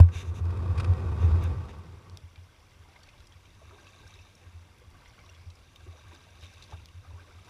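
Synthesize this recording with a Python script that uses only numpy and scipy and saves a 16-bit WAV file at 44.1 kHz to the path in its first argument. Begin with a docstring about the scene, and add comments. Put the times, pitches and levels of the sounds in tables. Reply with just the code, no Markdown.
"""A plastic kayak is pushed backwards off a gravel beach, heard by a camera on its deck.
First a shove bangs the hollow hull, which booms. Stones then grind under it and make it ring,
while the paddle digs into wet sand. After about two seconds the boat floats free.
Soft paddle strokes slosh, bubble and drip, and ripples nudge the hull.
A light wind rumbles throughout."""
import sys
import numpy as np
from scipy import signal
from scipy.fft import rfft, irfft
from scipy.io import wavfile

SR = 44100
rng = np.random.default_rng(int(sys.argv[2]) if len(sys.argv) > 2 else 0)


def transcribe(signal):
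    """Save signal, clipped to [-1, 1], as a 16-bit WAV file at the path in sys.argv[1]."""
    frames = np.atleast_2d(signal).T
    limited = np.clip(frames, -1, 1)
    pcm = np.round(limited * 32767).astype(np.int16)
    wavfile.write(sys.argv[1], SR, pcm)


N = 330309
TIME = np.arange(N) / SR
STERN_WET_S = 1.2  # the back of the boat is in the water by now

# tones at which the hull's plastic walls ring: f/Hz, width/Hz, boost/dB
PANELS = [(160, 16, 4), (220, 40, 3), (350, 18, 5), (392, 30, 4), (648, 22, 5), (746, 26, 5), (910, 80, 5),
          (1152, 110, 8), (1533, 50, 7), (1887, 40, 10), (2520, 240, 8), (3281, 50, 8), (3720, 320, 8),
          (4590, 140, 6), (5050, 170, 9), (5850, 300, 3), (7050, 200, 3), (8603, 70, 7), (9060, 220, 7),
          (10200, 700, 3)]
# tones the camera case boosts in sound from the near side of the boat: f/Hz, width/Hz, boost/dB
NEAR_SIDE = [(1100, 300, 5.5), (1595, 98, 9.5), (2330, 176, 5), (2700, 220, 9), (3680, 500, 12.5),
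             (5100, 200, 1), (5910, 250, 8), (6390, 1200, 6.5), (10500, 1300, 6)]
# paddle strokes: t/s, length/s, slosh level/dB, spray level/dB, share from the far side (0 to 1)
STROKES = [(2.7, 0.65, -64.5, -67.5, 0.92), (3.583, 0.78, -60, -62.5, 0.27), (4.841, 0.72, -62.5, -63.5, 1),
           (5.72, 0.83, -61, -65, 0.28), (6.332, 0.56, -63.5, -60, 0.35), (6.99, 1, -60.5, -64.5, 0.65)]


def gain_of(db):
    """Turns decibels into a factor to multiply a sound by."""
    return 10 ** (np.asarray(db) / 20)


def unit_rms(x):
    """Scales a sound to an average size (rms) of 1."""
    return x / np.sqrt(np.mean(x ** 2) + 1e-20)


def unit_peak(x):
    """Scales a sound so that its biggest swing is 1."""
    return x / (abs(x).max() + 1e-20)


def ramp(x):
    """Keeps a value between 0 and 1."""
    return np.clip(x, 0, 1)


def add(mix, s, sound):
    """Mixes a sound in at s seconds."""
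    part = mix[max(round(s * SR), 0):][:len(sound)]
    part += sound[:len(part)]


def wander(per_s):
    """A smooth random curve that swings up to about per_s times a second."""
    hz = np.fft.rfftfreq(N, 1 / SR)
    return unit_rms(irfft(rfft(rng.standard_normal(N)) / (1 + (hz / per_s) ** 4), N))


def colour(x, spectrum, modes=(), tilt_db=0, size=8192):
    """Shapes a sound's tone with a broad curve, ringing tones (modes) and a tilt per octave."""
    hz = np.fft.rfftfreq(size, 1 / SR) + 1
    f, db = np.transpose(spectrum)
    db = np.interp(np.log(hz), np.log(f), db) + tilt_db * np.log2(np.maximum(hz, f[1]) / f[1])
    for centre, width, boost in modes:
        db = db + boost / (1 + (2 * (hz - centre) / width) ** 2)
    log_gain = np.log(gain_of(np.r_[db, db[-2:0:-1]]))
    response = np.exp(np.conj(signal.hilbert(log_gain)))  # rings after a hit, never before it
    ring = np.fft.ifft(response).real[:size // 2]
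    return signal.oaconvolve(x, ring)[:len(x)]


def clicks(count, per_s, spread_db):
    """Tiny hits at random moments: many small, a few large."""
    sizes = gain_of(spread_db * np.minimum(rng.exponential(1, count), 4.5))
    return sizes * rng.choice([-1, 1], count) * (rng.random(count) < per_s / SR)


def wind():
    """A light breeze: gusty rumble at the microphone and an even hiss from the shore."""
    breeze_tone = [(15, 5.5), (45, 14), (110, 7.5), (190, 4.5), (600, -3), (1800, -9), (4500, -15.5),
                   (8000, -17.5), (11000, -22), (15000, -25.5)]  # steady moving air: f/Hz, level/dB
    air = unit_rms(colour(rng.standard_normal(N), breeze_tone))
    rumble = signal.sosfilt(signal.butter(4, 110, fs=SR, output="sos"), rng.standard_normal(N))
    return gain_of(-60) * air + gain_of(-59 + 2.2 * wander(per_s=6)) * unit_rms(rumble)


def ripple_gain(growth_db_per_s=1.66, swell_db=4):
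    """How strong the ripples are: they come in uneven swells and grow away from the shore."""
    db = growth_db_per_s * (TIME - TIME.mean()) + swell_db * wander(per_s=5.9)
    return ramp(TIME - STERN_WET_S) * gain_of(db)


def lapping():
    """Ripples pat the sides of the hull with small dull knocks."""
    pat_tone = [(60, -11), (130, 3.5), (190, -4.5), (300, -14.5), (600, -29), (2000, -49)]  # water patting plastic: f/Hz, level/dB
    strength = gain_of(-76) * ripple_gain()
    return strength * unit_rms(colour(clicks(N, per_s=180, spread_db=3), pat_tone, PANELS))


def bubble(hz, cycles, glide, size=4096):
    """A bubble rings and fades over some cycles, its pitch rising as it nears the surface."""
    turns = hz * np.arange(size) / SR
    age = np.minimum(turns / cycles, 10)
    return np.sin(2 * np.pi * turns * (1 + glide * age)) * np.exp(-age) * (1 - np.exp(-2 * turns))


def froth(low_hz, high_hz, per_s, spread_db, cycles, count=28):
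    """Bubbles of many sizes, each size ringing at its own random moments."""
    out = np.zeros(N)
    for hz in np.geomspace(low_hz, high_hz, count) * rng.uniform(.95, 1.05, count):
        ping = np.sqrt(hz) * unit_rms(bubble(hz, cycles, glide=0.014))
        out += signal.oaconvolve(clicks(N, per_s / count, spread_db), ping)[:N]
    return unit_rms(out)


def drips(per_stroke=3, small_db=-50, small_hz=3950, fade_s=0.026):
    """Each drop lands in the water with a short spatter and the ping of a small bubble."""
    big_drops = [(2.3575, -45, 2330), (2.9604, -46.5, 2110), (3.032, -44.5, 4460), (3.0879, -44.5, 2450),
                 (3.269, -47, 4900), (3.4535, -50.5, 3080), (3.8675, -46.5, 2570), (4.1878, -47, 2550),
                 (5.0574, -48, 2080), (5.1896, -47, 2250), (5.2905, -47.5, 2700), (5.3474, -51, 3300),
                 (5.501, -47.5, 3800), (5.7583, -49, 3600), (6.6233, -42.5, 4030), (6.6375, -45, 4400)]  # the loudest drops: t/s, level/dB, f/Hz
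    out, t = np.zeros(N), np.arange(4096) / SR
    # smaller drops run off the blade in the second half of each stroke
    small_drops = [(s + length * (1 + late) / 2, small_db, small_hz * 2 ** (pitch - .5))
                   for s, length, *_ in STROKES for late, pitch in rng.random((per_stroke, 2))]
    for s, db, hz in list(big_drops) + small_drops:
        spatter = rng.standard_normal(len(t)) * (1 - np.exp(-t / .0012)) * gain_of(-60 * t / fade_s)
        splash = unit_peak(colour(spatter, [(hz / 4, -20), (hz, 0), (hz * 2, -7), (hz * 4, -34)]))
        add(out, s, gain_of(db - 2) * splash)
        add(out, s + .001, gain_of(db - 4) * bubble(hz, cycles=17, glide=.009))
    return out


def drops_on_case():
    """A drop hits the stiff camera case: one dry snap and a trace of spatter."""
    hits = [(1.4355, -41, 10500), (1.4406, -36, 7000), (2.098, -41, 4300), (2.173, -30, 4160),
            (5.76, -37, 2820), (6.858, -35, 4140)]  # drops on the case: t/s, level/dB, middle f/Hz
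    out, t = np.zeros(N), np.arange(2048) / SR
    for s, db, hz in hits:
        snap = (t == 0) + 0.1 * rng.standard_normal(len(t)) * gain_of(-60 * t / 0.0086)
        tone = [(hz / 3, -30), (hz * 0.79, -8), (hz * 0.63, 0),
                (hz * 1.33, -1), (hz * 1.6, -13), (hz * 3, -21)]
        add(out, s, gain_of(db - 1.5) * unit_peak(colour(snap, tone)))
    return out


def plops(pieces=5):
    """Water closes over a pocket of air, which breaks into a few smaller bubbles."""
    pockets = [(2.96, -46, 915), (3.616, -43, 615), (3.71, -40, 1190), (3.729, -44.5, 385),
               (3.869, -43, 1073), (4.162, -49.5, 381), (4.816, -46.5, 464), (4.944, -46.5, 1100),
               (5.865, -41.5, 352), (6.129, -45, 313), (6.723, -34, 820), (7.048, -42, 1160),
               (7.107, -44, 920)]  # air trapped around blade and hull: t/s, level/dB, f/Hz
    out = np.zeros(N)
    for s, db, hz in pockets:
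        add(out, s, gain_of(db - 5.5) * bubble(hz, cycles=5, glide=0.031))
        for delay, pitch in rng.random((pieces, 2)):
            piece = bubble(hz * 2 ** (1.56 * pitch - .5), cycles=5, glide=0.047)
            add(out, s + 0.016 * delay, gain_of(db - 18.5) * piece)
    return out


def water_gains(catch_s=0.12, fade_db_per_s=11, build_s=0.22, lift_s=0.19, slap_s=0.026):
    """How strong slosh and spray are: calm water, paddle strokes and slaps add up in power."""
    slaps = [(4.45, -59, -86), (6.14, -58, -58), (6.445, -62, -53.5), (6.64, -75, -67), (6.729, -54.5, -60),
             (7.48, -56.5, -58)]  # small waves slapping the boat: t/s, slosh level/dB, spray level/dB
    wet = ramp(TIME / STERN_WET_S) ** 4
    parts = [(gain_of(-69) * wet, gain_of(-65.5) * wet)]  # slosh and spray of calm water
    # the blade catches and the slosh dies away, while spray builds until the blade lifts out
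    for s, length, slosh_db, spray_db, _ in STROKES:
        age = np.clip(TIME - s, 0, length)
        blade_in = ramp((length - age) / lift_s)
        slosh = ramp(age / catch_s) * gain_of(slosh_db - fade_db_per_s * (age - catch_s))
        spray = ramp(age / build_s) * gain_of(spray_db)
        parts.append((blade_in * slosh, blade_in * spray))
    for s, slosh_db, spray_db in slaps:
        burst = 1 / (1 + ((TIME - s) / slap_s) ** 2)
        parts.append((gain_of(slosh_db) * burst, gain_of(spray_db) * burst))
    return np.sqrt(sum(np.square(part) for part in parts))


def water():
    """Large bubbles gurgle in the slosh; fine spray and small bubbles fizz above them."""
    slosh_tone = [(100, -18), (220, -3.5), (400, -1), (700, -3), (1200, -5), (1800, -9), (3000, -34),
                  (8000, -58)]  # stirred water: f/Hz, level/dB
    spray_tone = [(500, -12), (1400, -15), (2200, 2.5), (3100, -4.5), (4600, -5), (6300, -11), (7800, -12),
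                  (10500, -12), (11700, -18), (15000, -19)]  # fine spray: f/Hz, level/dB
    gurgle = froth(low_hz=263.4, high_hz=2390, per_s=450, spread_db=2.5, cycles=8.5)
    gurgle += gain_of(1) * rng.standard_normal(N)
    fizz = froth(low_hz=1373, high_hz=7000, per_s=1500, spread_db=3, cycles=5.9)
    fizz += gain_of(1) * unit_rms(clicks(N, per_s=6000, spread_db=3.5))
    droplets = clicks(N, per_s=60, spread_db=9.5)
    mist = unit_rms(signal.sosfilt(signal.butter(2, 7000, "high", fs=SR, output="sos"), droplets))
    fizz += gain_of(-9.5) * mist
    slosh = unit_rms(colour(gurgle, slosh_tone)) * gain_of(0.65 * wander(per_s=6.3))
    spray = unit_rms(colour(fizz, spray_tone)) * gain_of(-2.23 + 0.76 * wander(per_s=34))
    slosh_gain, spray_gain = water_gains()
    return slosh * slosh_gain + spray * spray_gain


def camera_case(x):
    """The case colours sound from the air, depending on which side the paddle is working."""
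    far_side = [(1100, 440, 5.4), (1526, 250, 4), (2090, 126, 5.7), (2780, 170, 5.2), (3400, 450, 6.3),
                (4485, 77, 5.9), (5110, 69, 8.3), (5760, 520, 7.4), (10560, 1200, 3.6)]  # tones boosted from the far side: f/Hz, width/Hz, boost/dB
    sides = [(s + part * length, share) for s, length, _, _, share in STROKES for part in (0, .9)]
    far = ramp(np.interp(TIME, *np.transpose(sides)))
    flat = [(1, 0), (SR, 0)]
    return gain_of(-3.5) * (far * colour(x, flat, far_side) + (1 - far) * colour(x, flat, NEAR_SIDE))


def paddle_in_sand():
    """Grains of wet sand hiss along the blade."""
    digs = [(0.106, -47, 0.15, 0.5), (0.225, -59, 0.1, 2.5), (0.33, -56.5, 0.083, 3),
            (1.175, -55.5, 0.11, -2), (1.401, -51, 0.089, -5), (1.676, -56, 0.05, -2)]  # pushes of the blade: t/s, level/dB, length/s, brightness/(dB per octave)
    sand_tone = [(300, -21), (1000, -7), (2400, 2), (3100, -3.5), (4800, -10.5), (6500, -9), (8000, -14),
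                 (11000, -20.5), (15000, -29)]  # wet sand: f/Hz, level/dB
    out = np.zeros(N)
    for s, db, length, bright in digs:
        count = int(length * SR)
        grains = colour(clicks(count, per_s=36000, spread_db=3), sand_tone, NEAR_SIDE, tilt_db=bright)
        add(out, s, gain_of(db) * unit_rms(grains) * signal.windows.tukey(count, .7))
    return out


def weight_gain(follow, full_weight_db=-43, afloat_s=2.25, lift_off_s=0.065):
    """A sound gains `follow` dB for each dB of weight on the stones, and stops as the boat floats."""
    weight = [(0.1, -54), (0.37, -52), (0.48, -47.5), (0.85, -42.5), (1.1, -44.5), (1.32, -41),
              (1.62, -48.5), (1.8, -57), (2.15, -65.5)]  # how hard the sliding hull presses on the gravel: t/s, level/dB
    db = np.interp(TIME, *np.transpose(weight)) - full_weight_db
    return gain_of(follow * db) * ramp((afloat_s - TIME) / lift_off_s)


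def scrape():
    """Thousands of stones catch and slip under the hull, in clumps, until it floats."""
    hull_tone = [(40, -17), (110, 13), (160, 5), (280, -2.5), (400, -2), (500, -0.5), (580, -11.5),
                 (1100, -11.5), (1400, -15.5), (1750, -23.5), (2400, -26.5), (3100, -31.5), (7500, -40.5),
                 (15000, -55)]  # the hull's broad response: f/Hz, level/dB
    stones = unit_rms(clicks(N, per_s=3400, spread_db=2)) * gain_of(wander(per_s=40))
    ringing = colour(stones, hull_tone, PANELS)
    lows = signal.sosfiltfilt(signal.butter(3, 740, fs=SR, output="sos"), ringing)
    body = gain_of(-39) * weight_gain(follow=0.88) * unit_rms(lows)
    grit = gain_of(-48) * weight_gain(follow=0.81) * unit_rms(ringing - lows)
    return body + grit


def crunches():
    """A larger stone grinds free in a quick burst of slips, which make the hull's walls ring."""
    # stones cracking out from under the boat: t/s, level/dB, length/s, brightness/(dB per octave)
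    stones = [(.001, -37.5, 0.0031, 3.5), (0.029, -49.5, 0.0039, -1.5), (0.086, -51, .004, -0.5),
              (0.452, -53, .004, 1.5), (.505, -58, .006, 4), (0.57, -60, 0.0052, 7),
              (0.775, -44, 0.01, 1.5), (0.796, -40, 0.0094, 1.2), (0.843, -41, 0.005, 1.5),
              (0.933, -51, 0.0048, 2), (1.418, -51, 0.0065, -0.5)]
    stone_tone = [(250, -21.5), (450, -7), (650, -5), (1200, 3), (1450, 0.5), (1800, -6), (2500, -2.5),
                  (3100, -12), (5000, -15), (7500, -24.5), (9500, -25.5), (11000, -34.5), (15000, -44)]  # a slipping stone: f/Hz, level/dB
    out, t = np.zeros(N), np.arange(SR // 8) / SR
    for s, db, length, bright in stones:
        swell = t * np.exp(-(t / length) ** 2) + 0.088 * t * np.exp(-t / length)
        slips = clicks(len(t), per_s=13000, spread_db=2) * swell
        burst = colour(slips, stone_tone, PANELS, tilt_db=bright)
        add(out, s, gain_of(db) * burst / np.std(burst[:int(2 * length * SR)]))
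    return out


def knock(start_s=0.00081, peak_db=-13.5, fade_s=0.032):
    """The first shove bangs the hull on the stones, and its walls give a short hollow clack."""
    clack_tone = [(120, 6.5), (250, 5), (370, -5), (490, -4), (680, -1), (1000, -6.5), (1600, -25.5),
                  (5000, -44.5)]  # the hard-hit hull: f/Hz, level/dB
    out, t = np.zeros(N), np.arange(SR // 8) / SR
    rattle = rng.standard_normal(len(t)) * gain_of(-60 * t / fade_s)
    add(out, start_s, gain_of(peak_db) * unit_peak(colour(rattle, clack_tone)))
    return out


def boom(hz=86, width_hz=25, fade_s=0.22):
    """The hollow hull's lowest tone: shaken by stones, then by ripples, and struck now and then."""
    thumps = [(0.0, -0.8, 0.0047), (0.148, -25, 0.011), (0.261, -27, 0.034), (0.399, -22.5, 0.016),
              (0.653, -22.5, 0.0087), (0.877, -13.5, 0.022), (1.232, -20.5, 0.011), (1.306, -13.5, 0.02),
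              (1.513, -23, 0.0072), (2.111, -43.5, 0.02), (2.231, -37, 0.0066), (2.374, -41, 0.0092),
              (2.781, -44, 0.018), (3.349, -44, 0.0089), (4.046, -42.5, 0.0057), (4.458, -43.5, 0.0068),
              (4.539, -41, 0.017), (5.456, -37.5, 0.015), (5.865, -37.5, 0.022), (6.055, -42, 0.01),
              (6.422, -42, 0.0078), (6.727, -34.5, 0.0075), (6.945, -41, 0.0056), (7.061, -41.5, 0.046),
              (7.125, -36, 0.015)]  # blows to the hull: t/s, level/dB, build-up/s
    decay = np.exp(-np.pi * width_hz / SR)
    pole = [1, -decay * np.exp(2j * np.pi * hz / SR)]
    sway = rng.standard_normal(N)
    for _ in range(2):  # keep only the noise close to the hull's tone
        sway = signal.lfilter([1 - decay], pole, sway)
    sway = unit_rms(sway.real / (abs(sway) + 1e-12) ** (1 / 4))  # large swings are damped more
    out = (gain_of(-27) * weight_gain(follow=1.29) + gain_of(-62.5) * ripple_gain()) * sway
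    t = np.arange(SR // 2) / SR
    for s, db, build in thumps:
        swell = (1 - np.exp(-(t / build) ** 2)) * gain_of(-60 * t / fade_s)
        add(out, s, -gain_of(db) * unit_peak(swell) * np.sin(2 * np.pi * hz * t))
    return out


def scene():
    """Hull sounds come through the deck, water and wind through the air."""
    hull = knock() + scrape() + crunches() + boom() + lapping()
    mix = hull + paddle_in_sand() + plops() + drops_on_case() + camera_case(water() + drips() + wind())
    return mix[None]


def record(dry, low_hz=28, high_hz=15200):
    """The camera cuts the deepest rumble and the highest treble."""
    thinned = signal.sosfilt(signal.butter(2, low_hz, "high", fs=SR, output="sos"), dry)
    treble_cut = signal.firwin(511, high_hz, window=("kaiser", 9), fs=SR)
    return signal.oaconvolve(thinned, treble_cut[None], "same")


dry = scene()
out = record(dry)
transcribe(out)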